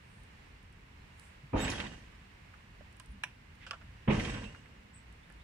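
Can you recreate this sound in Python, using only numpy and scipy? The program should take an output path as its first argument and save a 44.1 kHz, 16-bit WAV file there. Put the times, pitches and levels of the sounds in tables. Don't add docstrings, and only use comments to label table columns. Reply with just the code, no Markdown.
import sys
import numpy as np
from scipy import signal
from scipy.fft import rfft, irfft, next_fast_len
from scipy.io import wavfile
from scipy.ndimage import map_coordinates

SR = 44100
rng = np.random.default_rng(int(sys.argv[2]) if len(sys.argv) > 2 else 0)


def log_audio(samples):
    frames = np.atleast_2d(samples).T
    limited = np.clip(frames, -1, 1)
    pcm = np.round(limited * 32767).astype(np.int16)
    wavfile.write(sys.argv[1], SR, pcm)


N = 239704

# (frequency [Hz], correlation)
STEEL_ALIKE = [(110, .999), (200, .97), (330, .75), (520, .4), (900, .35), (2200, .3), (5000, .15),
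               (12000, .1)]
NEAR_ALIKE = [(200, .95), (1000, .75), (2500, .45), (6000, .2)]
AIR_ALIKE = [(90, .999), (170, .96), (280, .6), (420, .1), (900, -.15), (2500, -.05), (12000, 0)]
# (frequency [Hz], difference [dB])
STEEL_PAN = [(70, 0), (180, -.8), (400, -2.8), (900, -3), (2200, -4.5), (5000, -4.3), (9000, -7)]
NEAR_PAN = [(150, -16), (400, -19), (1200, -3), (2500, -1.5), (5000, -8.5), (9000, -7)]
AIR_PAN = [(60, 0), (150, -.3), (380, -3), (950, -2.7), (2400, -3.6), (6000, -3.6), (15000, -.5)]
# (frequency [Hz], lead [rad])
LEFT_LEAD = [(50, -.04), (110, -.12), (200, -.27), (330, -.55), (500, -1.2), (900, .3), (2200, -1.1),
             (6000, -2)]
# (time [s], thud [dB], rebound delay [s],
# sway [dB], rattle [dB], jingle [dB], build-up of the jingle [s])
DROPS = [(1.531, -28, .104, -33, -40, -53.5, 0.057), (4.075, -21.5, .068, -30, -42, -54.5, .04)]
HALVES = np.array([[.5], [-.5]])


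def amp(db):
    return 10 ** (np.asarray(db) / 20)


def unit(x):
    return x / np.sqrt(np.mean(np.atleast_2d(x).mean(0) ** 2) + 1e-20)


def along(points, hz):
    f, v = np.transpose(points)
    return np.interp(np.log(hz + 1), np.log(f + 1), v)


def clock(size=N):
    return np.arange(size) / SR


def curves(rows, outside=None):
    s, *cols = np.transpose(rows)
    return [np.interp(clock(), s, c, outside, outside) for c in cols]


def wobble(rate, size=N):
    knots = rng.standard_normal(int(size * rate / SR) + 4)
    return map_coordinates(knots, [clock(size) * rate])


def filtered(x, response):
    size = x.shape[-1]
    m = next_fast_len(size + 8192)
    spectrum = rfft(x, m) * response(np.fft.rfftfreq(m, 1 / SR))
    return irfft(spectrum, m)[..., :size]


def noise(size=N):
    return rng.standard_normal((2, size))


def placed(pair, colour, alike, pan):
    def mid_side(hz):
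        turn = np.arccos(np.clip(along(alike, hz), -1, 1)) / 2
        return amp(colour(hz)) * [np.cos(turn), np.sin(turn)]

    def ports(hz):
        return amp(HALVES * along(pan, hz)) * np.exp(1j * HALVES * along(LEFT_LEAD, hz))

    mid, side = filtered(pair, mid_side)
    return unit(filtered(np.array([mid + side, mid - side]), ports))


def bed(pair, spectrum, alike=STEEL_ALIKE, pan=STEEL_PAN):
    return placed(pair, lambda hz: along(spectrum, hz), alike, pan)


def hump(hz, centre_hz, octaves):
    return -20 * np.log10(1 + (np.log2((hz + 1) / centre_hz) / octaves) ** 2 / 2)


def dying(t, t60, attack):
    return np.exp(-np.log(1000) * t / max(t60, 1e-3)) * (1 - np.exp(-t / attack))


def struck(x, envelope):
    return unit(x * envelope) * np.sqrt(np.mean(envelope ** 2))


def add(out, s, x):
    part = out[:, max(round(s * SR), 0):][:, :x.shape[-1]]
    part += x[..., :part.shape[1]]


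def wheel(drop, thud, column):
    # (frequency [Hz], t60 [s], front-wheel strike [dB], rear-wheel strike [dB])
    frame_modes = [(53.9, 1, -38, -41), (101.8, 0.43, -30.5, -41), (134.5, 0.2, -46, -22),
                   (157, 0.45, -50, -36), (214, 0.5, -37.5, -28.5), (270.1, 0.43, -30, -48),
                   (316.5, 0.32, -32, -28.5), (427.5, 0.79, -41, -46), (521, 0.33, -31.5, -37),
                   (601, 0.23, -49, -38), (636, 0.43, -41.5, -52), (846, 0.34, -59, -39.5),
                   (920, 0.61, -42, -53), (954, 0.73, -56, -50), (1073, 0.31, -60, -49),
                   (1275, 0.64, -48.5, -49)]
    out, t = np.zeros((2, N)), clock(SR)
    s, db, rebound = drop[:3]
    second_edge, rebound_loss_db = 0.023, 9.5
    for delay, loss_db in [(0, 0), (second_edge, 0), (rebound, rebound_loss_db)]:
        blow = struck(bed(noise(SR), thud), dying(t, t60=0.16, attack=0.0055))
        add(out, s + delay, amp(db - loss_db) * blow)
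    for hz, t60, *strengths in frame_modes:
        phase = 2 * np.pi * hz * t + 0.36 * wobble(19.5, SR)
        ring = np.sin(phase + HALVES * along(LEFT_LEAD, hz)) * amp(HALVES * along(STEEL_PAN, hz))
        add(out, s, amp(strengths[column]) * dying(t, t60, attack=0.0084) * ring)
    return out


def wheels():
    # (frequency [Hz], level per Hz [dB])
    front_thud = [(53, -30), (90, -3), (271, 3), (463, -5.5), (524, -19), (734, -4), (923, -1.5),
                  (1060, -19), (1250, -5.5), (1350, -18.5), (2180, -27), (2390, -17), (3500, -51),
                  (4550, -70), (7700, -120)]
    rear_thud = [(41, -36), (75, -13), (120, 4.5), (165, 0.5), (215, 5.5), (268, -30), (331, -5),
                 (430, -6.5), (540, -17), (740, -17), (830, -19), (1090, -15), (1400, -22.5), (2480, -20),
                 (3500, -30.5), (7000, -110)]
    return wheel(DROPS[0], front_thud, column=0) + wheel(DROPS[1], rear_thud, column=1)


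def settling(start, rise, hold, sag, extra_fall):
    t = np.maximum(clock() - start, 0)
    rocking = amp(-sag * t - extra_fall * np.maximum(t - hold, 0))
    lingering = amp(-15) * dying(t, t60=2.07, attack=.05)
    return (1 - np.exp(-(t / rise) ** 3)) * np.hypot(rocking, lingering)


def chatter(rate, t60, spread_db, ringing, count):
    out, t = np.zeros((2, N)), clock(SR // 3)
    for _ in range(count):
        happens = rng.random(N) < rate / count / SR
        hits = happens * amp(spread_db * np.clip(rng.standard_normal(N), -2, 2))
        contact = dying(t, t60=0.0076, attack=0.00013)
        part = noise(len(t)) * (ringing * dying(t, t60, attack=0.0011) + contact)
        out += signal.oaconvolve(hits[None], part, axes=1)[:, :N]
    return out


def bar_modes(hz):
    # (centre [Hz], width [Hz], level [dB])
    bars = [(1567, 10, -7), (1700, 40, -15), (1950, 42, 4), (2020, 17, -4), (2530, 27, -3), (2540, 76, 7),
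            (2670, 16, -15), (2826, 96, -0.5), (3060, 14, -10), (3126, 47, 2), (3190, 18, -11),
            (3570, 10, -1), (3783, 51, -0.5), (5660, 78, -8.5)]
    powers = [amp(db) ** 2 / (1 + (2 * (hz - centre) / width) ** 2) ** 2 for centre, width, db in bars]
    return 10 * np.log10(sum(powers))


def shaking():
    # (frequency [Hz], level per Hz [dB])
    sway_spectrum = [(15, -37), (28, -14), (40, 7), (53, 2), (75, 0), (110, 1), (160, -1.5), (215, 0),
                     (360, -16.5), (500, -8.5), (800, -25), (1400, -110)]
    rattle_spectrum = [(160, -19), (280, 0.5), (362, -5.5), (486, -6.5), (607, -13), (935, -7),
                       (1310, -11.5), (1410, -11.5), (1600, -8.5), (2280, -12), (2590, -13), (3730, -22),
                       (4040, -24.5), (4600, -27), (5980, -44), (10100, -120)]
    jingle_spectrum = [(2000, -30), (3200, 6), (3800, -10.5), (4300, -2), (5500, 0.5), (7000, -3),
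                       (8200, -7.5), (9600, -10), (11000, -25), (13000, -35), (15500, -57)]
    # (hold [s], sag [dB per s], extra fall after the hold [dB per s])
    sway_settles = (0.39, 42.8, 140)
    rattle_settles = (.31, 20.8, 99)
    jingle_settles = (0.26, 3.8, 82)
    sway, rattle, jingle = np.zeros((3, N))
    for s, _, _, sway_db, rattle_db, jingle_db, jingle_rise in DROPS:
        rattle_rise = 0.59 * jingle_rise
        sway += amp(sway_db) * settling(s, 0.0096, *sway_settles)
        rattle += amp(rattle_db) * settling(s, rattle_rise, *rattle_settles)
        jingle += amp(jingle_db) * settling(s, jingle_rise, *jingle_settles)
    low = sway * bed(noise(), sway_spectrum)
    heavy_blows = chatter(rate=420, t60=0.16, spread_db=3.5, ringing=0.46, count=3)
    bar_ring = placed(heavy_blows, bar_modes, STEEL_ALIKE, STEEL_PAN)
    bars = rattle * (bed(heavy_blows, rattle_spectrum) + amp(-10.5) * bar_ring)
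    light_blows = chatter(rate=650, t60=0.22, spread_db=4.5, ringing=0.57, count=3)
    fittings = jingle * bed(light_blows, jingle_spectrum)
    return low + bars + fittings


def clanks():
    # (time [s], level [dB], centre [Hz])
    blows = [(1.576, -44.5, 2850), (1.647, -36.5, 2720), (1.678, -33, 2220), (1.699, -39, 5800),
             (1.716, -39.5, 4000), (1.734, -38.5, 1600), (1.800, -33.5, 2470), (1.865, -45.5, 2980),
             (2.537, -51.5, 1280), (4.196, -32, 2040), (4.248, -38, 2600), (4.297, -39.5, 2400),
             (4.342, -42.5, 2500), (4.44, -45.5, 2480), (4.545, -47.5, 1430), (4.655, -54, 1800)]
    treble_cut = [(9500, -6), (12500, -8), (15000, -21)]  # (frequency [Hz], gain [dB])
    out, t = np.zeros((2, N)), clock(SR // 3)
    for s, db, hz in blows:
        colour = lambda f: 1.42 * hump(f, hz, octaves=0.41) + along(treble_cut, f)
        steel = placed(noise(len(t)), colour, STEEL_ALIKE, STEEL_PAN)
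        add(out, s, amp(db) * struck(steel, dying(t, t60=0.056, attack=0.0016)))
    return out


def squeaks():
    # (time of the peak [s], frequency [Hz], level [dB], t60 [s])
    tones = [(1.599, 6800, -56, .2), (1.605, 3710, -50, 0.45), (1.62, 10800, -63, 0.22),
             (1.628, 11670, -61, .12), (1.635, 7730, -43.5, 0.14), (1.72, 9760, -57, .17),
             (1.76, 3330, -52, .17), (1.82, 7900, -69, .45), (1.888, 2840, -61.5, 0.54),
             (3.125, 9500, -75, .1), (4.308, 7900, -63, 0.73), (4.45, 2690, -53.5, .18),
             (4.468, 2830, -63, 0.98)]
    rise = .023
    out, t = np.zeros((2, N)), clock(SR)
    since = t - 2 * rise
    for s, hz, db, t60 in tones:
        ring_out = np.exp(-np.log(1000) * np.abs(since) / t60)
        swell = np.where(since < 0, np.exp(-(since / rise) ** 2), ring_out)
        channels = []
        for _ in range(2):
            flutter = amp(3.6 * wobble(47, SR))
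            channels.append(flutter * np.sin(2 * np.pi * hz * t + 1.1 * wobble(165.0, SR)))
        tone = np.array(channels) * amp([[-7], [0]])
        add(out, s + since[0], amp(db) * struck(tone, swell))
    return out


def ping(hz, db, t60):
    t = clock(SR // 3)
    ring = np.sin(2 * np.pi * hz * t + HALVES * along(LEFT_LEAD, hz)) * dying(t, t60, attack=0.0014)
    return amp(db + HALVES * along(NEAR_PAN, hz)) * ring


def click(db, t60, body, tilt_db=0):
    t = clock(SR // 3)
    colour = lambda hz: along(body, hz) + tilt_db * np.log2((hz + 1) / 2000)
    burst = placed(noise(len(t)), colour, NEAR_ALIKE, NEAR_PAN)
    answer = amp(-27) * dying(t, t60=0.26, attack=0.0036)
    return amp(db) * struck(burst, dying(t, t60, attack=0.00034) + answer)


def knock():
    # (frequency [Hz], level per Hz [dB])
    knock_body = [(210, -52), (400, -46), (550, -16), (1000, -8), (1200, -17), (1600, -1.5), (2100, -8.5),
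                  (2460, 0.5), (3200, -11), (3950, -18), (4450, -43), (5700, -15.5), (6300, -32),
                  (9000, -26), (15000, -50)]
    # (frequency [Hz], level [dB], t60 [s])
    knock_modes = [(598, -52, .06), (1000, -44, 0.091), (1585, -45, 0.037), (2405, -35, 0.034),
                   (3980, -46, .03), (5750, -54, 0.039)]
    strike, strike_db, strike_t60 = 3.2369, -24, 0.014
    touch_lead, bounce_gap = .0016, .0027
    out = np.zeros((2, N))
    add(out, strike - touch_lead, click(-35, strike_t60, knock_body, tilt_db=5.5))
    for k in range(4):
        bounce = click(strike_db - 11.5 * k, strike_t60 * 1.7 ** k, knock_body, tilt_db=1.4 * k)
        add(out, strike + k * bounce_gap, bounce)
    add(out, strike, sum(ping(*mode) for mode in knock_modes))
    return out


def snaps():
    # (time [s], level [dB], t60 [s], treble tilt [dB per octave], ring [Hz], ring level [dB])
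    cracks = [(2.808, -50.5, 0.034, -8, 587, -58), (2.9998, -47.5, 0.025, 4, 1027, -49.5),
              (3.665, -47.5, 0.14, 3.5, 1475, -49), (3.7096, -29.5, 0.017, 4, 3370, -48),
              (3.714, -41.5, 0.033, 1, 1132, -38.5), (3.731, -44.5, 0.081, -2, 1360, -39),
              (3.813, -53.5, 0.054, -1, 1110, -70), (5.301, -51.5, 0.019, -6.5, 1725, -54)]
    # (frequency [Hz], level per Hz [dB])
    snap_body = [(240, -43), (400, -22), (550, 4.5), (830, -2.5), (1150, 4), (1550, 9), (2150, -9),
                 (2550, 3), (3080, 0), (4070, -15), (5100, -11), (6300, -22.5), (7350, -20), (9200, -29),
                 (11600, -44), (15000, -58)]
    out = np.zeros((2, N))
    for s, db, t60, tilt_db, ring_hz, ring_db in cracks:
        add(out, s, click(db, t60, snap_body, tilt_db) + ping(ring_hz, ring_db, t60=0.068))
    return out


def ticks():
    # (time [s], level [dB])
    tick_times = [(0.235, -59), (0.6295, -65), (0.7262, -62), (1.196, -49), (2.9272, -59), (2.9672, -58),
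                  (2.9982, -43.5), (3.0595, -54.5), (3.5533, -63), (5.1257, -59), (5.3004, -60),
                  (5.3237, -58)]
    # (frequency [Hz], level per Hz [dB])
    tick_body = [(1000, -10), (4000, -2), (7000, -6), (9200, 5.5), (11000, -9.5), (15000, -22)]
    out = np.zeros((2, N))
    for s, db in tick_times:
        add(out, s, click(db, 0.011, tick_body))
    return out


def scuffs():
    # (time of the peak [s], level [dB], centre [Hz], half length [s], half of the hump's width [octaves])
    swells = [(0.158, -78, 8700, 0.083, 0.098), (1.241, -71.5, 8260, 0.051, 0.15),
              (1.45, -55, 115, 0.016, 0.32), (3.105, -44.5, 62, 0.022, 0.36), (3.15, -55, 193, 0.027, 0.11),
              (3.637, -57, 2080, 0.021, 0.3), (3.899, -51.5, 69.5, 0.057, 0.34)]
    out, t = np.zeros((2, N)), clock(SR // 2)
    for s, db, hz, length, octaves in swells:
        start = max(s - t[-1] / 2, 0)
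        rub = placed(noise(len(t)), lambda f: 2 * hump(f, hz, 2 * octaves), STEEL_ALIKE, STEEL_PAN)
        add(out, start, amp(db) * np.exp(-((start + t - s) / length) ** 2 / 2) * rub)
    return out


def bird():
    # (time [s], frequency [Hz], level [dB])
    chirp = [(4.928, 7200, -85), (4.945, 8220, -58.5), (4.962, 8000, -62), (4.98, 7870, -67),
             (4.992, 8300, -76), (5.02, 8000, -84)]
    hz, db = curves(chirp, outside=-120)
    call = amp(db) * np.sin(2 * np.pi * np.cumsum(hz + 170 * wobble(540)) / SR)
    trees = noise(SR // 3) * dying(clock(SR // 3), t60=0.16, attack=.002)
    trees /= np.linalg.norm(trees[0])
    return call + 1.35 * signal.oaconvolve(call[None], trees, axes=1)[:, :N]


def far_birds():
    # (time of the peak [s], frequency [Hz], level [dB], half length [s], glide [Hz per s])
    whistles = [(.35, 6800, -86, 0.032, 6000), (0.956, 6700, -91, .04, 5000), (1.015, 4130, -73, 0.022, 0),
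                (5.239, 3560, -66, 0.0074, 19993), (5.41, 3620, -68, .009, 25000)]
    out, t = np.zeros((2, N)), clock(SR // 2) - .25
    for s, hz, db, length, glide in whistles:
        phase = 2 * np.pi * (hz * t + glide * t ** 2 / 2) + 0.5 * wobble(152, len(t))
        add(out, s + t[0], amp(db) * np.exp(-(t / length) ** 2 / 2) * np.sin(phase))
    return out


def outdoors():
    # (frequency [Hz], level per Hz [dB])
    rumble_spectrum = [(12, -37), (20, -17), (38, -4.5), (59, 0), (91, -4.5), (112, -7), (216, -13.5),
                       (318, -20), (364, -22.5), (404, -20.5), (594, -28.5), (700, -40), (910, -59),
                       (1540, -120)]
    rustle_spectrum = [(260, -14), (450, -5.5), (596, -6), (930, -0.5), (1390, -3), (1650, 0), (2100, 0.5),
                       (2410, -2), (2840, -2.5), (3130, -7.5), (6000, -18), (7800, -74), (13200, -120)]
    hiss_spectrum = [(2650, -42), (4500, -12.5), (6180, -6.5), (6710, -2.5), (9300, -6), (11000, -13),
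                     (12800, -12.5), (15600, -14.5)]
    # (time [s], strength [dB])
    breeze = [(0, 0.4), (.44, 1.2), (.7, -0.8), (.95, -0.6), (1.27, 1.8), (1.45, 0.6), (2.5, .7),
              (3.0, -.5), (3.5, -0.5), (4.0, 0.5), (4.9, -0.65), (5.43, 0.2)]
    breeze_db = curves(breeze)[0] + .35 * wobble(7)
    rumble = amp(-57 + 0.54 * wobble(9)) * bed(noise(), rumble_spectrum, AIR_ALIKE, AIR_PAN)
    rustle = amp(-64.5 + breeze_db) * bed(noise(), rustle_spectrum, AIR_ALIKE, AIR_PAN)
    hiss = amp(-80.5 + breeze_db) * bed(noise(), hiss_spectrum, AIR_ALIKE, AIR_PAN)
    return rumble + rustle + hiss


def scene():
    carriage = wheels() + shaking() + clanks() + squeaks()
    nearby = knock() + snaps() + ticks() + scuffs()
    return carriage + nearby + bird() + far_birds() + outdoors()


def record(dry):
    top_hz = 15720
    return filtered(dry, lambda hz: hz < top_hz)


dry = scene()
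out = record(dry)
log_audio(out)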